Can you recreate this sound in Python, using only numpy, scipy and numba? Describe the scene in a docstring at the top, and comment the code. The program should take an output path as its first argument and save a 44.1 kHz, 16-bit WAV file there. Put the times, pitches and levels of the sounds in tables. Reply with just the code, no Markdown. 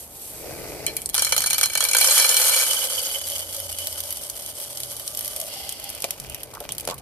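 """Coffee beans hiss over a tilted wire sieve while a sleeve rubs and ventilation hums behind.
Tipped into a large metal canister on a table, a few snap on the bare bottom; then the stream drums
on it and rings its modes. The growing heap muffles the metal: beans patter on beans, the air above
them resonates, and the stream thins to single ticks. Last, the sieve wire squeaks thinly and the
sieve scrapes and knocks on the rim."""
import sys
import numpy as np
from scipy import signal
from scipy.fft import rfft, irfft, next_fast_len
from scipy.io import wavfile
from numba import njit

SR = 44100
rng = np.random.default_rng(int(sys.argv[2]) if len(sys.argv) > 2 else 0)


def digitize_waveform(pressure):
    """Quantize a signal to 16-bit integers and store it at the path in sys.argv[1].

    Rows of a 2-D input are taken as channels; values are limited to [-1, 1].
    """
    field = np.atleast_2d(pressure).T
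    bounded = np.clip(field, -1, 1)
    quanta = np.round(bounded * 32767).astype(np.int16)
    wavfile.write(sys.argv[1], SR, quanta)


N = 309141
TIME = np.arange(N) / SR

# sieve envelopes: t/s, level/dB
MESH_SLIDE = [(0, -40), (0.08, -48), (0.27, -39.5), (0.4, -42), (0.55, -44.5), (0.7, -44), (0.85, -50),
              (1.0, -43), (1.12, -69)]  # beans shifting on the mesh
MESH_DRAG = [(5.44, -65), (5.53, -37), (5.72, -39), (5.81, -45), (5.87, -39), (6.02, -46.5), (6.16, -52)]  # mesh drawn over the rim
WIRE_SCRAPE = [(5.2, -47), (5.776, -49), (5.926, -38.5), (6.196, -44), (6.368, -42), (6.47, -49),
               (6.622, -46.5), (6.8, -42.5), (7.0, -50)]  # wire along the rim
# wire rasps on the rim: start/s, end/s, f/Hz, width/Hz, level/dB
WIRE_RASPS = [(5.353, 5.513, 660, 200, -45.5), (5.535, 5.756, 786, 89, -49), (5.823, 5.91, 803, 80, -45),
              (6.26, 6.42, 2820, 900, -48.5), (6.53, 6.586, 1130, 600, -43), (6.691, 6.72, 3200, 1000, -42),
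              (6.88, 6.955, 1060, 269, -36)]
# two low hums and a thin squeak of the sieve wire: start/s, end/s, f/Hz, level/dB
FAINT_TONES = [(3.08, 4.22, 89.4, -51), (4.4, 5.4, 123.6, -57.5), (4.85, 5.566, 1180, -60.5)]
# weight shifting on the table, sleeve strokes: start/s, end/s, level/dB
TABLE_RUMBLES = [(.05, 2, -50), (4.9, 7.8, -56), (6.18, 6.36, -45.5), (6.519, 8.1, -50)]
SLEEVE_RUBS = [(0.268, 0.886, -35.5), (6.0, 6.945, -50)]
# first beans on bare metal: t/s, level/dB, ring re snap/dB
FIRST_DROPS = [(0.865, -2, 6.5), (0.879, -25, 26.5), (0.9669, -3.5, -2), (0.9696, -11.5, 2),
               (1.018, -12, 0), (1.0592, -6.5, -20), (1.0905, -11.5, 2), (1.097, -11, -3)]
# tips of the sieve: start/s, end/s, level/dB, sag/(dB/s), run-out t60/s
SIEVE_POURS = [(1.12, 1.633, -39.5, 4.5, 7.3), (1.786, 1.946, -38.5, -3, 1.1),
               (1.973, 2.605, -25.5, 2, 3.53), (3.255, 3.404, -39, 9, 0.32), (3.51, 5.097, -40.5, 0.96, 3),
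               (5.132, 5.502, -39.5, 11, 3.1)]
# clumps on the bare bottom: t/s, level/dB, body re snap/dB
CLUMP_LANDINGS = [(1.143, 0, -32), (1.150, -5, -25), (1.162, -11, -15), (1.179, -3.5, -16.5),
                  (1.193, -7.5, -15), (1.221, -3, -18), (1.247, -4, -20), (1.266, -13, -14),
                  (1.292, -12, -23), (1.322, -2.5, -13), (1.364, -1.5, -22.5), (1.378, -2, -17),
                  (1.405, -6.5, -25), (1.419, -7, -20), (1.439, -8, -16), (1.46, -7, -17), (1.469, -8, -18),
                  (1.501, -8, -24), (1.506, -3.5, -20.5), (1.53, -3.5, -20.5), (1.542, -9.5, -15),
                  (1.581, -2.5, -21), (1.589, -7, -25), (1.611, -2.5, -21.5), (1.63, -4.5, -14),
                  (1.636, -4.5, -18), (1.657, -3.5, -22.5), (1.698, -17.5, -10), (1.733, -10.5, -19),
                  (1.752, -2.5, -18.5), (1.774, -6, -15.5), (1.805, -5, -14), (1.825, -6.5, -19),
                  (1.839, -5.5, -17), (1.85, -3.5, -21.5), (1.886, -8, -16), (1.912, -7, -17),
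                  (1.932, -6.5, -14.5), (1.948, 0.5, -17.5), (1.966, -0.5, -17), (1.984, -1, -21),
                  (2.01, -0.5, -18), (2.042, -5, -14), (2.083, -4, -17), (2.1086, -6, -12),
                  (2.144, -7, -18), (2.178, 1, -19), (2.197, -4.5, -15), (2.222, -2.5, -21),
                  (2.243, -4, -13), (2.291, 1, -22.5), (2.314, -10, -20), (2.343, -4.5, -23),
                  (2.366, -1.5, -17), (2.399, -6.5, -22), (2.452, -17, -23), (2.495, -7.5, -16.5),
                  (2.598, -6.5, -24), (2.637, -13, -25), (2.732, -8, -28)]
# lone beans on mesh or heap: t/s, level/dB
BEAN_TICKS = [(2.899, -18), (3.0325, -15), (3.056, -24), (3.1466, -17), (3.216, -21), (3.267, -22),
              (3.285, -15.5), (3.299, -14.5), (3.3563, -19), (3.381, -18), (3.498, -25), (3.5259, -17),
              (3.546, -20), (3.565, -16), (3.6, -17), (3.726, -19.5), (3.785, -12.5), (3.8447, -19),
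              (3.8699, -10), (3.9258, -17.5), (4.0032, -13), (4.036, -20), (4.105, -13.5), (4.125, -14),
              (4.17, -18), (4.2977, -12.5), (4.4608, -18), (4.5994, -18), (4.6306, -24), (4.7717, -15),
              (4.8015, -15.5), (4.8328, -13.5), (4.9653, -20), (4.9966, -19), (5.0766, -12.5), (5.148, -16),
              (5.172, -15), (5.19, -12.5), (5.208, -16), (5.246, -16.5), (5.257, -15), (5.2774, -13),
              (5.3618, -14), (5.3998, -14), (5.413, -14.5), (5.47, -25), (5.538, -23), (5.691, -12.5),
              (5.7227, -16.5), (5.7977, -22), (5.8406, -19.5), (5.891, -18), (5.9, -17.5), (5.9486, -20),
              (6.0028, -21), (6.0207, -14.5), (6.0417, -15), (6.106, -9), (6.1988, -17.5), (6.2372, -32),
              (6.297, -21.5), (6.345, -15), (6.402, -29), (6.4317, -16), (6.457, -37), (6.538, -28),
              (6.549, -26), (6.6023, -20), (6.72, -14), (6.7486, -24.5), (6.781, -13.5), (6.7974, -18),
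              (6.807, -19), (6.8505, -19), (6.8735, -14), (6.9418, -23), (6.9797, -26), (6.985, -29)]
# sieve against rim: t/s, level/dB, edge re ring/dB, ring t60/s
RIM_KNOCKS = [(6.041, -21, -2.5, 0.069), (6.552, -36, -6, 0.023), (6.606, -24, -24, 0.085),
              (6.651, -33, -8, 0.034), (6.690, -32, 0, 0.038), (6.875, -17, -15.5, 0.04),
              (6.887, -19, -13, 0.026), (6.898, -22, -9, 0.043), (6.909, -26, -6.5, 0.084)]
# canister modes: f/Hz, width/Hz, level/dB
METAL_MODES = [(509.6, 46, -3), (1200, 260, -8), (1746, 14, -6), (2309, 54, 5.5), (3050, 40, -1),
               (3250, 27, -1), (4133, 24, 5.5), (4240, 36, 3.5), (4600, 29, -0.5), (5563, 83, 6.5),
               (6570, 100, 0), (6780, 89, 7.5), (7040, 90, 2), (8280, 76, 3), (9460, 530, 10.5),
               (11100, 180, 3.5), (12650, 160, -2)]  # bottom and wall
HOLLOW_MODES = [(2155, 58, -1), (3025, 55, 14), (3340, 230, 7.5), (4380, 150, -1.5), (4620, 61, 8.5),
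                (5210, 120, 6.5), (5600, 120, 6.5), (6650, 98, 13)]  # air and wall above the heap
# sieve frame modes: f/Hz, level/dB
FRAME_MODES = [(520, -6), (590, -8), (690, -9.5), (850, -18), (1060, -19.5), (1350, -19)]
# air resonance, rising as the canister fills: t/s, f/Hz
CAVITY_PITCH = [(1.1, 508), (3.0, 529.6), (4.0, 575), (5.0, 566), (7.0, 577)]
# resonance gains, highest over a shallow heap: t/s, level/dB
HOLLOW_GAIN = [(2.55, -8), (2.85, 1), (3.7, -2), (4.3, -9)]
CAVITY_GAIN = [(2.3, 10.6), (2.6, 10.4), (3.1, 17.6), (4.3, 14.8)]
# source spectra: f/Hz, level/dB
MESH_EQ = [(800, -33), (2500, -7.5), (4500, -4.5), (6000, -4), (8000, 3), (10500, 2), (13000, 5),
           (15500, -19)]
RUSTLE_EQ = [(900, -14), (1750, -21), (2100, -3), (2450, -13), (2800, 0), (3350, -1.5), (3750, -9),
             (4600, 0), (5500, -3.5), (6200, -12), (12000, -12)]
WIRE_EQ = [(150, -48), (300, -1.5), (550, 7), (800, 1.5), (1100, -2), (1800, -5.5), (2400, 0.5), (3900, -4),
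           (5000, -2), (7000, -5), (14000, -4)]
VENT_EQ = [(20, -43), (35, -30), (52, 1), (80, 0.5), (125, -6), (190, -8), (320, -5), (700, -5),
           (1200, -15), (3000, -26.5), (8000, -54), (15000, -82)]
RUMBLE_EQ = [(20, -25), (45, -6), (80, -7), (135, -6.5), (200, -14), (1000, -46)]
CLOTH_EQ = [(60, -10), (130, -5.5), (200, -12.5), (290, -0.5), (430, 3), (680, -5.5), (1000, -14.5),
            (1700, -18.5), (2300, -10.5), (3200, -25.5), (4800, -15.5), (9000, -24.5)]
SNAP_EQ = [(300, -38), (1500, -32), (3000, -20), (5000, -9.5), (7500, -2.5), (10000, 1.5), (13000, -7),
           (15500, -13)]
BLOW_EQ = [(300, -25), (1500, 2), (4000, 4), (7000, -8), (14000, -6)]
CRACK_EQ = [(150, -91), (330, -6), (450, -16), (560, -18), (700, -9.5), (1000, 5.5), (1600, 8),
            (1950, -16.5), (2450, -8), (2760, -16), (3200, -5), (4500, -8), (7000, 4.5), (12000, -19)]
BEAN_EQ = [(200, -68), (450, -38), (800, -6), (1800, -14), (2200, -9), (2600, -11.5), (3100, -3),
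           (3800, -5.5), (5000, -2), (7200, -4), (8800, 2.5), (11000, 1.5), (13000, -1), (15500, -12.5)]
TICK_EQ = [(300, -27.5), (1500, -23), (3000, -11), (5000, -6), (7500, -7), (10000, -0.5), (13000, -3.5),
           (15500, -7)]
RIM_EQ = [(150, -33), (330, -9), (560, 5.5), (1100, -2), (1800, -4), (2400, 4), (5000, 0), (7000, -2),
          (14000, -9.5)]
# microphone port pair: f/Hz, likeness/(0-1), left minus right/dB
MIC_PORTS = [(50, 0.9, -0.5), (131, 0.62, 2), (356, 0.56, -2), (513, 0.92, 4.5), (1100, 0.67, -2),
             (2300, 0.78, 1.5), (3250, 0.1, -5), (5400, 0, -1.5), (8160, 0.67, -1), (8630, 0.55, -11),
             (9000, 0.94, 3.5), (10700, 1, -1.5), (13100, 1, 0.5)]

COVERED_S = 2.63  # beans cover the bottom


def undb(db):
    """Decibels to gain."""
    return 10 ** (np.asarray(db) / 20)


def unit(x):
    """Scale to rms 1."""
    return x / np.sqrt(np.mean(x ** 2))


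def fade(t, t60_s):
    """Decay by 60 dB in t60_s."""
    return np.exp(-np.log(1000) * t / t60_s)


def curve(rows, outside=0):
    """Gain from (t/s, level/dB) rows; outside=None holds the end values."""
    t_s, db = np.transpose(rows)
    return np.interp(TIME, t_s, undb(db), left=outside, right=outside)


def swell(start_s, end_s):
    """Rounded rise and fall."""
    progress = np.clip((TIME - start_s) / (end_s - start_s), 0, 1)
    return np.sqrt(np.abs(np.sin(np.pi * progress)))


def gesture(start_s, end_s, attack_s, t60_s, sag_db_per_s=0):
    """Rise, sagging hold, decay."""
    rise = np.clip((TIME - start_s) / attack_s, 0, 1)
    hold = undb(-sag_db_per_s * np.clip(TIME - start_s, 0, end_s - start_s))
    return rise * hold * fade(np.maximum(TIME - end_s, 0), t60_s)


def walk(per_s):
    """Smooth random wander, spread near 1."""
    knots = rng.standard_normal(int(per_s * N / SR) + 2)
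    return np.interp(TIME * per_s, np.arange(len(knots)), knots)


def noise(size=N):
    """Two independent white channels."""
    return rng.standard_normal((2, size))


def through(x, response):
    """Convolve with a unit-energy response."""
    response = np.atleast_2d(response)
    response = response / np.linalg.norm(response, axis=1, keepdims=True)
    return signal.oaconvolve(x, response, axes=1)[:, :N]


def colour(x, spectrum, size=4096):
    """Minimum-phase filter from (f/Hz, level/dB) rows."""
    hz, db = np.transpose(spectrum)
    grid_hz = np.linspace(1, SR / 2, size // 2 + 1)
    magnitude = undb(np.interp(np.log(grid_hz), np.log(hz), db))
    cepstrum = irfft(np.log(magnitude))
    cepstrum[1:size // 2] *= 2
    cepstrum[size // 2 + 1:] = 0
    return through(x, irfft(np.exp(rfft(cepstrum))))


def low_cut(x, edge_hz):
    """Fourth-order high-pass."""
    return signal.sosfilt(signal.butter(4, edge_hz, "high", fs=SR, output="sos"), x)


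@njit
def resonate(x, hz, width_hz):
    """State-variable band-pass, moving centre."""
    y, band_state, low_state = np.empty(len(x)), 0., 0.
    for i in range(len(x)):
        g, damping = np.tan(np.pi * hz[i] / SR), width_hz / hz[i]
        band = (band_state + g * (x[i] - low_state)) / (1 + g * (g + damping))
        band_state = 2 * band - band_state
        low_state += 2 * g * band
        y[i] = damping * band
    return y


def steep_band(x, hz, width_hz):
    """Two band-passes in series per channel."""
    return np.array([resonate(resonate(channel, hz, width_hz), hz, width_hz) for channel in x])


def ring(x, modes, detune):
    """Modes at the input's rms; shifting load and strike spot vary pitch and gain at random."""
    out = np.zeros((2, N))
    for k, (hz, width_hz, db) in enumerate(modes):
        centre_hz = hz * (1 + detune * walk(per_s=60))
        spot_db = 2.8 * walk(per_s=45)
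        gain = (-1) ** k * undb(db + spot_db) / np.sqrt(width_hz)
        out += gain * np.array([resonate(channel, centre_hz, float(width_hz)) for channel in x])
    return unit(out) * np.sqrt(np.mean(x ** 2))


def clicks(t_s, db, t60_s, rattle_db=-13, rattle_t60_s=.022, rise_s=.0001, size=1536):
    """Contacts: a noise snap plus a weaker rattle; db sets the energy of each."""
    t = TIME[:size]
    envelope = (1 - np.exp(-t / rise_s)) * (fade(t, t60_s) + undb(rattle_db) * fade(t, rattle_t60_s))
    bursts = rng.standard_normal((len(t_s), 2, size))
    comb = rng.uniform(-.7, .7, (len(t_s), 1, 1))  # bright, dull or hollow
    bursts = (bursts + comb * np.roll(bursts, shift=3, axis=2)) * envelope
    bursts *= undb(db)[:, None, None] / np.linalg.norm(bursts, axis=2, keepdims=True)
    places = (np.abs(t_s)[:, None] * SR).astype(int) + np.arange(size)
    return np.array([np.bincount(places.ravel(), bursts[:, c].ravel(), N)[:N] for c in range(2)])


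def shower(per_s, spread_db, t60_s, size=256):
    """Random contacts at a steady mean rate, rms 1."""
    when, strength = rng.random((int(per_s * N / SR), 2)).T
    db = -spread_db * np.log(np.maximum(strength, .03))
    return unit(clicks(when * N / SR, db, t60_s, size=size))


def sieve():
    """Beans hiss on the mesh; later the mesh rustles over the rim and the wire catches and slips."""
    slide = curve(MESH_SLIDE) * colour(shower(per_s=2800, spread_db=0, t60_s=.0011), MESH_EQ)
    rustle = curve(MESH_DRAG) * colour(shower(per_s=4400, spread_db=-.5, t60_s=.004), RUSTLE_EQ)
    slips = shower(per_s=1200, spread_db=5, t60_s=.0028)
    catches = unit(slips * undb(3 * walk(per_s=70)))
    out = undb(2) * slide + rustle + curve(WIRE_SCRAPE) * colour(catches, WIRE_EQ)
    for start_s, end_s, hz, width_hz, db in WIRE_RASPS:
        rasp = unit(steep_band(slips, np.full(N, float(hz)), float(width_hz)))
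        out += undb(db) * swell(start_s, end_s) * rasp
    return out


def ventilation():
    """Steady low air noise."""
    return undb(-49) * colour(noise(), VENT_EQ)


def table_rumble():
    """The table rumbles as weight shifts on it."""
    load = sum(undb(db) * swell(start_s, end_s) for start_s, end_s, db in TABLE_RUMBLES)
    return load * colour(noise(), RUMBLE_EQ)


def sleeve():
    """Thick cloth drags in many tiny slips as the arm moves."""
    drag = sum(undb(db) * gesture(start_s, end_s, attack_s=.25, t60_s=.8)
               for start_s, end_s, db in SLEEVE_RUBS)
    return drag * colour(shower(per_s=1600, spread_db=-1.5, t60_s=.0064), CLOTH_EQ)


def first_beans():
    """Single beans snap on the empty canister and leave it ringing."""
    t_s, db, ring_db = np.transpose(FIRST_DROPS)
    snaps = clicks(t_s, db, t60_s=.003, rattle_t60_s=.024)
    blows = clicks(t_s, db + ring_db, t60_s=.0019, rattle_db=-26.5, rattle_t60_s=.21)
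    metal = ring(colour(blows, BLOW_EQ), METAL_MODES, detune=.0023)
    return undb(10) * colour(snaps, SNAP_EQ) + undb(-4) * metal


def stream(attack_s=.031, surge_db=1.74):
    """Flow envelope: pours add in power and surge in little avalanches."""
    power = sum((undb(db) * gesture(start_s, end_s, attack_s, t60_s, sag_db_per_s)) ** 2
                for start_s, end_s, db, sag_db_per_s, t60_s in SIEVE_POURS)
    return np.sqrt(power) * undb(surge_db * walk(per_s=55))


def rebounds(landings, count=3, within_s=.03, first_db=-12, loss_db_per_s=212):
    """Landings plus later, weaker hits as each clump scatters."""
    delay_s = .003 + within_s * rng.random(len(landings) * count)
    t_s, db, body_db = np.repeat(landings, count, axis=0).T
    hits = np.column_stack([t_s + delay_s, db + first_db - loss_db_per_s * delay_s, body_db])
    return np.vstack([landings, hits])


def bare_bottom(flow, muffle_db_per_s=18, ring_damping_db_per_s=38):
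    """Clumps and dense hail crack on the metal; once covered, its ring dies before the crack."""
    t_s, db, body_db = rebounds(CLUMP_LANDINGS).T
    snaps = clicks(t_s + .0005, db, t60_s=.0065, rattle_db=-26, rattle_t60_s=.043, rise_s=.00029)
    blows = clicks(t_s + .0008, db + body_db, t60_s=.013, rattle_t60_s=.029, rise_s=.00091)
    buried_s = np.maximum(TIME - COVERED_S, 0)
    hail = flow * shower(per_s=240, spread_db=1, t60_s=.0083, size=512)
    drive = undb(23) * blows + undb(-2.5 - muffle_db_per_s * buried_s) * hail
    metal = undb(5.5 - ring_damping_db_per_s * buried_s) * ring(drive, METAL_MODES, detune=.004)
    crack = undb(-4) * colour(drive, CRACK_EQ)
    return undb(10) * colour(snaps, BEAN_EQ) + low_cut(crack + metal, edge_hz=420)


def tumbles(per_s=55, count=3, within_s=.016):
    """Bunches of beans tick down the heap, each striking a few times; rms 1."""
    chance = rng.random((int(per_s * N / SR), 2 + 2 * count))
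    starts_s = (np.arange(len(chance)) + chance[:, 0]) / per_s
    t_s = starts_s[:, None] + within_s * chance[:, 2:2 + count]
    db = -7 * chance[:, 1:2] - 9 * chance[:, 2 + count:]  # per bunch, per strike
    return unit(clicks(t_s.ravel(), db.ravel(), t60_s=.0035, rattle_db=-14, rattle_t60_s=.012, size=512))


def heap(flow):
    """Beans patter and tumble on beans; harder falls ring the wall, the air boom rises in pitch."""
    patter = flow * shower(per_s=1100, spread_db=1, t60_s=.00054, size=512)
    thinning = np.clip((TIME - COVERED_S) / .62, 0, 1)  # bunches stand out as the stream thins
    crackle = undb(-1.5 * thinning) * patter + flow * undb(-9.25 + 3.5 * thinning) * tumbles()
    cavity_hz = np.interp(TIME, *np.transpose(CAVITY_PITCH))
    boom = curve(CAVITY_GAIN, outside=None) * steep_band(patter, cavity_hz, width_hz=84.)
    pings = flow * shower(per_s=140, spread_db=1.5, t60_s=.0017)
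    hollow = curve(HOLLOW_GAIN, outside=None) * ring(pings, HOLLOW_MODES, detune=.0083)
    return undb(5.5) * colour(crackle, BEAN_EQ) + hollow + boom


def lone_beans():
    """Single hard ticks with a tiny bounce; the heap damps the wall."""
    t_s, db = np.transpose(BEAN_TICKS)
    snaps = clicks(t_s + .001, db, t60_s=.0031, rattle_db=-18, rattle_t60_s=.012)
    bounces = clicks(t_s + .0027, db, t60_s=.009)
    ticks = colour(undb(12.5) * snaps + undb(8.5) * bounces, TICK_EQ)
    return ticks + undb(-9) * ring(snaps, HOLLOW_MODES, detune=.0069)


def faint_tones(wander_hz=4.34, flicker_db=2.5):
    """Two low hums and a thin squeak of the sieve wire: wavering sines that swell and fade."""
    out = np.zeros(N)
    for start_s, end_s, hz, db in FAINT_TONES:
        phase = 2 * np.pi * np.cumsum(hz + wander_hz * walk(per_s=40)) / SR
        tone = np.sin(phase) * undb(flicker_db * walk(per_s=30))
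        out += undb(db) * swell(start_s, end_s) * unit(tone)
    return out


def knocks(spot_db=2, detune=.025):
    """The sieve frame bumps the rim, each time on another spot: dull ring, wiry edge."""
    t_s, db, edge_db, t60_s = np.transpose(RIM_KNOCKS)
    hz, mode_db = np.transpose(FRAME_MODES)
    t = TIME[:SR // 8]
    body = np.zeros(N + len(t))
    starts = ((t_s + .0011) * SR).astype(int)
    for start, gain, decay_s in zip(starts, undb(db), t60_s):
        level_draw, pitch_draw = rng.standard_normal((2, len(hz), 1))
        struck_hz = hz[:, None] * (1 + detune * pitch_draw)
        modes = undb(mode_db[:, None] + spot_db * level_draw) * np.sin(2 * np.pi * struck_hz * t)
        body[start:start + len(t)] += gain * fade(t, decay_s) * modes.sum(0)
    edges = clicks(t_s + .000915, db + edge_db, t60_s=.0054, rattle_db=-15, rattle_t60_s=.06)
    return low_cut(undb(-2.5) * body[:N] + undb(27.5) * colour(edges, RIM_EQ), edge_hz=200)


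def echoes(x, t60_s):
    """Dense, decaying room reflections."""
    t = TIME[:SR // 2]
    return through(x, noise(len(t)) * fade(t, t60_s))


def scene():
    """Close sources, weak room tail, background."""
    flow = stream()
    near = first_beans() + lone_beans() + bare_bottom(flow) + heap(flow) + sieve() + knocks() + sleeve()
    return near + undb(-7.5) * echoes(near, t60_s=.07) + ventilation() + faint_tones() + table_rumble()


def record(dry, delay_s=.000093, top_hz=15700):
    """Two spaced ports hear a partly shared sound, the right one later; soft clip, low-pass."""
    size = next_fast_len(N + SR // 8)
    grid_hz = np.linspace(0, SR / 2, size // 2 + 1)
    hz, *columns = np.transpose(MIC_PORTS)
    likeness, balance_db = (np.interp(grid_hz, hz, column) for column in columns)
    left, other = rfft(dry, size)
    right = likeness * left + np.sqrt(1 - likeness ** 2) * other
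    right *= np.exp(-2j * np.pi * grid_hz * delay_s)
    ports = irfft(np.array([left * undb(balance_db / 2), right * undb(-balance_db / 2)]), size)[:, :N]
    low_pass = signal.ellip(10, .2, 70, top_hz, fs=SR, output="sos")
    return signal.sosfilt(low_pass, np.tanh(ports))


dry = scene()
out = record(dry)
digitize_waveform(out)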